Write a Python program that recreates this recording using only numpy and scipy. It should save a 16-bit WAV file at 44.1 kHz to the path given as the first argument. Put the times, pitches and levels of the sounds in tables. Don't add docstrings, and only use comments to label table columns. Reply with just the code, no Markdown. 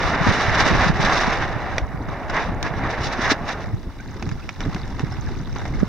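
import sys
import numpy as np
from scipy.fft import rfft, irfft, next_fast_len
from scipy.io import wavfile
from scipy.ndimage import map_coordinates

SR = 44100
rng = np.random.default_rng(int(sys.argv[2]) if len(sys.argv) > 2 else 0)


def inscribe(sig):
    pcm = np.round(np.clip(np.atleast_2d(sig).T, -1, 1) * 32767)
    wavfile.write(sys.argv[1], SR, pcm.astype(np.int16))


N = 259308
TIME = np.arange(N) / SR


def wind():
    # (time [s], relative level [dB])
    strength = [(0, -22), (.55, -18.5), (.87, -19), (.93, -28.5), (1.06, -18.5), (1.3, -21.5),
                (1.53, -30.5), (1.78, -32.5), (1.9, -59), (2.12, -36), (2.26, -37.5), (2.42, -26.5),
                (2.57, -40), (2.92, -27), (3.28, -34), (3.4, -39), (3.6, -37), (3.8, -60)]
    # (time [s], relative peak [dB], rise time [s], hiss share [dB])
    gusts = [(.29, -20.5, 0.021, -10.5), (.42, -26.5, 0.026, -3.5), (0.607, -14.5, 0.0073, -8.5),
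             (.68, -28, 0.0058, -4), (0.828, -17.5, 0.017, -16), (1.06, -23, 0.02, -9.5),
             (1.17, -23.5, 0.028, -4), (1.329, -19.5, 0.0067, -9), (1.425, -21.5, 0.013, -17.5),
             (2.089, -31, 0.0027, -12), (2.373, -18.5, 0.021, -21), (2.662, -22.5, 0.012, -19),
             (2.85, -28.5, 0.029, -22), (3.046, -38.5, 0.017, 5.5), (3.13, -31.5, .02, -8),
             (3.256, -20, 0.032, -10), (3.311, -17.5, 0.007, -5), (3.498, -25, 0.017, -8.5),
             (3.623, -38, 0.0083, -6)]
    # (frequency [Hz], level [dB])
    rush_tone = [(60, -21), (200, -7.5), (500, -6), (750, -1), (1150, 1), (1480, -1.5), (1750, 1.5),
                 (2300, -6), (2800, -13), (4000, -22), (7000, -54), (16000, -46)]
    murmur_tone = [(150, -9.5), (300, -3.5), (500, -3), (750, 1.5), (1100, -7.5), (1800, -16.5),
                   (4000, -77)]
    hiss_tone = [(800, -6), (2000, 6), (3000, 4), (3800, 7), (5300, 6.5), (6400, 1), (7300, -8),
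                 (16000, -12.5)]
    mist_tone = [(4000, -25), (7500, -11), (10000, 1), (16000, -4)]
    strong_wind_db, strong_hiss_db = -19, -33.5
    wind_db = over_time(strength)
    hiss_db = strong_hiss_db + 1.22 * (wind_db - strong_wind_db)
    lull_db = np.interp(TIME, [3.6, 4.04], [0, -25])
    swirl = wobble(70)
    rush = amp(wind_db + lull_db + 0.89 * swirl - 1.32)
    rush = rush * coloured(noise() * amp(1.66 * wobble(500)), rush_tone)
    murmur = amp(0.36 * wind_db + lull_db - 20) * coloured(noise(), murmur_tone)
    sputter = amp(2.4 * swirl + 1.84 * wobble(300))
    droplets = bubbles(per_second=1200, hz=4575, spread=0.312, cycles=11, scatter_db=6.5)
    fizz = amp(5) * coloured(noise() * sputter, hiss_tone) + amp(-5.5) * droplets
    gust_gain = sum(amp(db) * swell(s, rise) for s, db, rise, _ in gusts)
    gust_spray = sum(amp(db + share_db) * swell(s, rise) for s, db, rise, share_db in gusts)
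    spray_gain = np.hypot(amp(hiss_db + lull_db), gust_spray)
    flung_drops = bubbles(per_second=900, hz=5520, spread=0.15, cycles=19, scatter_db=4)
    spurts = amp(2 * wobble(28) - 2)
    hiss = spray_gain * spurts * fizz + amp(-9) * gust_spray * flung_drops
    mist_gain = amp(-50.5) * (spray_gain / amp(strong_hiss_db)) ** 0.89
    mist = mist_gain * coloured(noise() * sputter, mist_tone)
    gust_rush = gust_gain * coloured(noise(), rush_tone)
    return ports(rush + murmur + hiss + mist + gust_rush, wider_db=-2)


def buffeting():
    # (time [s], relative level [dB])
    strength = [(0, -32.5), (.6, -31), (.76, -24.5), (1.18, -31.5), (1.6, -33), (2.25, -37), (2.5, -32.5),
                (3.1, -34), (3.45, -37.5), (3.77, -34), (3.95, -41), (4.33, -33), (4.45, -39.5),
                (4.68, -32), (4.9, -34.5), (5.25, -33), (5.88, -31.5)]
    # (frequency [Hz], level [dB])
    rumble_tone = [(10, -7.5), (25, 2), (45, 1), (110, -0.5), (160, -9.5), (300, -25), (700, -60),
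                   (2000, -94)]
    flutter_tone = [(60, -16), (130, 3), (280, -1.5), (400, -7.5), (600, -19.5), (1500, -27), (5000, -64)]
    lumps = amp(2.7 * np.array([wobble(25), wobble(23)]))
    rumble = amp(3) * stereo(coloured(noise() * lumps, rumble_tone), side_db=-2)
    flutter = amp(-0.5) * stereo(coloured(noise() * lumps, flutter_tone), side_db=-12.5)
    return amp(over_time(strength)) * (rumble + flutter) * amp([[0.4], [-0.4]][::-1])


def pops():
    # (time [s], level [dB], pitch [Hz], left minus right [dB])
    swirls = [(0.215, -8, 147, 8), (0.271, -4, 240, 15), (0.291, -4.5, 104, -6), (0.312, -8, 177, -9),
              (0.486, -12, 100, -3), (.667, -8, 236, -10), (0.715, -10.5, 170, -4), (0.752, -10.5, 196, 4),
              (.868, -9, 180, 17), (0.902, -3, 156, -8), (1.001, -10, 140, -1), (1.045, -9.5, 178, -19),
              (1.282, -9.5, 218, -4), (1.567, -12.5, 132, -19), (1.834, -14.5, 52, 1),
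              (1.948, -15.5, 139, -3.5), (2.089, -17, 150, -16), (2.496, -13, 180, 15),
              (2.715, -15.5, 136, -18), (3.072, -18, 146, 3), (3.742, -13, 105, 1),
              (4.277, -17.5, 140, -2.5), (4.324, -16.5, 130, -4), (4.689, -14.5, 158, -12),
              (5.038, -8.5, 144, -6), (5.192, -14.5, 114, -12), (5.375, -16, 136, 21),
              (5.832, -1.5, 196, -17)]
    push_cycles = 0.51
    out, t = np.zeros((2, N)), np.arange(-SR // 20, SR // 20) / SR
    for s, db, hz, lean_db in swirls:
        phase = 2 * np.pi * hz * t + rng.uniform(0, 2 * np.pi) + [[0], [1.4]]
        push = 1 / np.cosh(np.clip(t * hz / push_cycles, -20, 20))
        swing = np.sin(phase) + push * (amp(-10) * np.sin(2 * phase) + amp(-15.5) * np.sin(3 * phase))
        port_gains = amp(db + np.minimum([[lean_db], [-lean_db]], 0))
        add(out, s + t[0], port_gains * swing * push)
    return out


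def water():
    # (time [s], relative level [dB])
    flow = [(3.7, -40.5), (3.78, -51.5), (4.1, -44.5), (4.42, -47.5), (4.73, -39), (4.92, -42),
            (5.1, -39.5), (5.48, -44), (5.7, -39.5), (5.88, -40.5)]
    # (time [s], relative level [dB], pitch [Hz], life [s], pitch rise [share])
    drops = [(3.996, -34.5, 1464, 0.045, 0.23), (4.0, -34, 2280, .015, 0.11), (4.159, -25, 356, 0.019, .05),
             (4.39, -35, 1285, 0.044, 0.26), (4.423, -29, 2540, 0.017, 0.05),
             (4.636, -22.5, 3740, 0.0059, .05), (5.124, -29, 5300, .013, 0.024),
             (5.737, -27.5, 2030, 0.015, .1)]
    # (time [s], relative level [dB])
    slaps = [(2.297, -16), (3.831, -35.5), (4.265, -29), (4.314, -27.5), (4.612, -23.5), (4.651, -25),
             (4.761, -24.5), (5.004, -24.5), (5.119, -25), (5.559, -21), (5.594, -28), (5.615, -26),
             (5.653, -21), (5.801, -25.5)]
    # (frequency [Hz], level [dB])
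    wash_tone = [(150, -10), (500, 1), (750, 6), (1200, 2), (2100, 1), (2800, -24), (5000, -25),
                 (16000, -56)]
    spray_tone = [(1000, -16), (2500, 4.5), (3800, 4.5), (5500, 5.5), (7000, -4), (16000, -9)]
    wash_db = over_time(flow)
    build_up_db = np.interp(TIME, [3.27, 4.3], [-8.5, 0])
    spray_db = -51 + 0.36 * (wash_db - wash_db.mean()) + build_up_db
    lapping = amp(1.16 * wobble(30) + 2.1 * wobble(200))
    gurgle = bubbles(per_second=260, hz=1315, spread=0.625, cycles=5.4, scatter_db=3.5)
    fizz = bubbles(per_second=480, hz=4910, spread=0.32, cycles=12.5, scatter_db=6.5)
    wash = amp(-1) * coloured(noise() * lapping, wash_tone) + amp(-3) * gurgle
    spray = amp(2.5) * coloured(noise() * lapping, spray_tone) + fizz
    out = amp(wash_db) * wash + amp(spray_db) * spray
    t = np.arange(SR // 10) / SR
    for s, db, hz, life, rise in drops:
        churn = 1 + 0.49 * wobble(430)[:len(t)]
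        add(out[0], s, amp(db + 1.5) * bubble(t, hz, life, rise) * churn)
    for s, db in slaps:
        burst = noise(len(t)) * (1 - np.exp(-t / 0.00043)) * amp(-60 * t / 0.061)
        splash = coloured(burst, wash_tone) + amp(-11) * coloured(burst, spray_tone)
        add(out, s, amp(db - 19) * splash)
    return ports(out, wider_db=-0.5)


def fittings():
    # (time [s], relative level [dB], brightness [dB], stereo width [dB], rattle [dB])
    clicks = [(1.782, -9, -5.5, -5, -4), (2.6284, -14, 2, 6, -13), (4.2253, -19.5, -7, -3, 0),
              (4.291, -24, -4.5, -2, 2), (4.4913, -16.5, -8, -4, 5), (4.6054, -20, -3, -2, 8),
              (4.7463, -19.5, -1, -7, -6), (4.995, -18.5, -7.5, -6, -2)]
    # (frequency [Hz], gain [dB])
    click_tone = [(200, -6), (700, 14), (2100, 13), (3600, -0.5), (5500, -3), (8000, -7.5), (16000, -1.5)]
    rattle_tone = [(2000, 2), (6000, 8.5), (9000, -8), (16000, -13)]
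    out, t = np.zeros((2, N)), np.arange(SR // 20) / SR
    lead = len(t) // 8
    fade = (1 - np.exp(-t / 0.00034)) * (amp(-60 * t / 0.011) + 0.085 * amp(-60 * t / 0.1))
    treble_share = [(2000, 0.03), (4500, 1.0)]  # (frequency [Hz], part of the brightness [share])
    for s, db, bright_db, wider_db, rattle_db in clicks:
        rattle = filtered(noise(len(t)) * fade, lambda hz: amp(along(rattle_tone, hz)))
        hit = amp(rattle_db - 5) * rattle
        hit[:, 0] += [1.4, 0.8]
        tone = lambda hz: amp(along(click_tone, hz) + (bright_db + 9) * along(treble_share, hz))
        click = unit(filtered(np.pad(hit, ((0, 0), (lead, 0))), tone))
        add(out, s - lead / SR, amp(db - 18) * ports(click, wider_db))
    return out


def hull():
    # (time [s], relative level [dB], pitch [Hz])
    knocks = [(3.185, -16.5, 233), (3.312, -11, 278), (4.656, -23, 277), (4.747, -16.5, 190),
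              (4.997, -23, 270)]
    out, t = np.zeros(N), np.arange(SR // 8) / SR
    age = t / 0.0058
    for s, db, hz in knocks:
        ring = np.sin(2 * np.pi * hz * t) + amp(-5) * np.sin(2 * np.pi * 1.47 * hz * t)
        add(out, s, amp(db - 1.5) * ring * (age * np.exp(1 - age)) ** 2)
    return out


def bubble(t, hz, life, rise):
    age = t / life
    ring = np.sin(2 * np.pi * hz * t * (1 + rise * age / 2))
    return ring * (1 - np.exp(-10 * age)) * np.exp(-np.pi * age)


def bubbles(per_second, hz, spread, cycles, scatter_db):
    when, pitch, size, place, length = rng.random((int(per_second * N / SR), 5)).T[..., None]
    ring_hz = hz * np.exp(spread * (2 * pitch - 1))
    t = np.arange(640) / SR
    loudness = amp(-scatter_db * np.log(1 - 0.98 * size))
    rings = loudness * bubble(t, ring_hz, life=cycles * (0.5 + length) / ring_hz, rise=0.032)
    samples = ((when * N).astype(int) + np.arange(len(t))).ravel()
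    return np.array([unit(np.bincount(samples, (rings * pan).ravel(), N)[:N]) for pan in (1, place - .5)])


def swell(s, rise):
    age = (TIME - s) / rise
    slower_fall, roundness = 1.14, 1.37
    return np.exp(-0.5 * np.maximum(-age, age / slower_fall) ** roundness)


def ports(pair, wider_db):
    # (frequency [Hz], side part minus shared part [dB])
    spread = [(300, -15.5), (1100, -16.5), (2000, -11.5), (3000, -3.5), (3900, -1.5), (4600, -5),
              (6000, -2), (7000, -1)]
    # (frequency [Hz], left minus right [dB])
    lean = [(1000, -1.3), (1900, -1.5), (2800, -4.5), (4000, 0.5), (6000, -2), (8000, -2)]
    side = filtered(pair[1], lambda hz: amp(along(spread, hz) + wider_db))
    left_right = stereo([pair[0], side], side_db=0)
    return filtered(left_right, lambda hz: amp(along(lean, hz) * np.array([[0.5], [-0.5]])))


def stereo(pair, side_db):
    shared, side = pair[0], amp(side_db) * pair[1]
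    return np.array([shared + side, shared - side])


def amp(db):
    return 10 ** (np.asarray(db) / 20)


def unit(x):
    return x / np.sqrt(np.mean(x ** 2) + 1e-20)


def along(points, hz):
    point_hz, values = np.transpose(points)
    return np.interp(np.log(hz + 1), np.log(point_hz + 1), values)


def over_time(points):
    return np.interp(TIME, *np.transpose(points))


def wobble(rate):
    return map_coordinates(rng.standard_normal(int(N * rate / SR) + 4), [TIME * rate])


def noise(length=N):
    return rng.standard_normal((2, length))


def filtered(x, response):
    length = x.shape[-1]
    padded = next_fast_len(length + 8192)
    return irfft(rfft(x, padded) * response(np.fft.rfftfreq(padded, 1 / SR)), padded)[..., :length]


def coloured(x, tone):
    return unit(filtered(x, lambda hz: amp(along(tone, hz))))


def add(track, s, sound):
    start = max(round(s * SR), 0)
    part = track[..., start:start + sound.shape[-1]]
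    part += sound[..., :part.shape[-1]]


def scene():
    return wind() + buffeting() + pops() + water() + fittings() + hull()


def record(dry):
    # (frequency [Hz], gain [dB])
    mic_tone = [(3950, -0.5), (4250, -7.5), (4700, -3.5), (5400, -3), (6150, -4), (6700, -7.5),
                (7500, -9.5), (9000, -15.5), (15500, -28)]
    # (frequency [Hz], width [Hz])
    notches = [(2500, 75), (3195, 210), (5000, 105)]
    top_hz = 15830

    def response(hz):
        dips = [(at**2 - hz**2) / (at**2 - hz**2 + 1j * hz * width) for at, width in notches]
        return amp(along(mic_tone, hz)) * np.prod(dips, axis=0)

    return filtered(filtered(dry, response) + amp(-63.5) * noise(), lambda hz: hz < top_hz)


dry = scene()
out = record(dry)
inscribe(out)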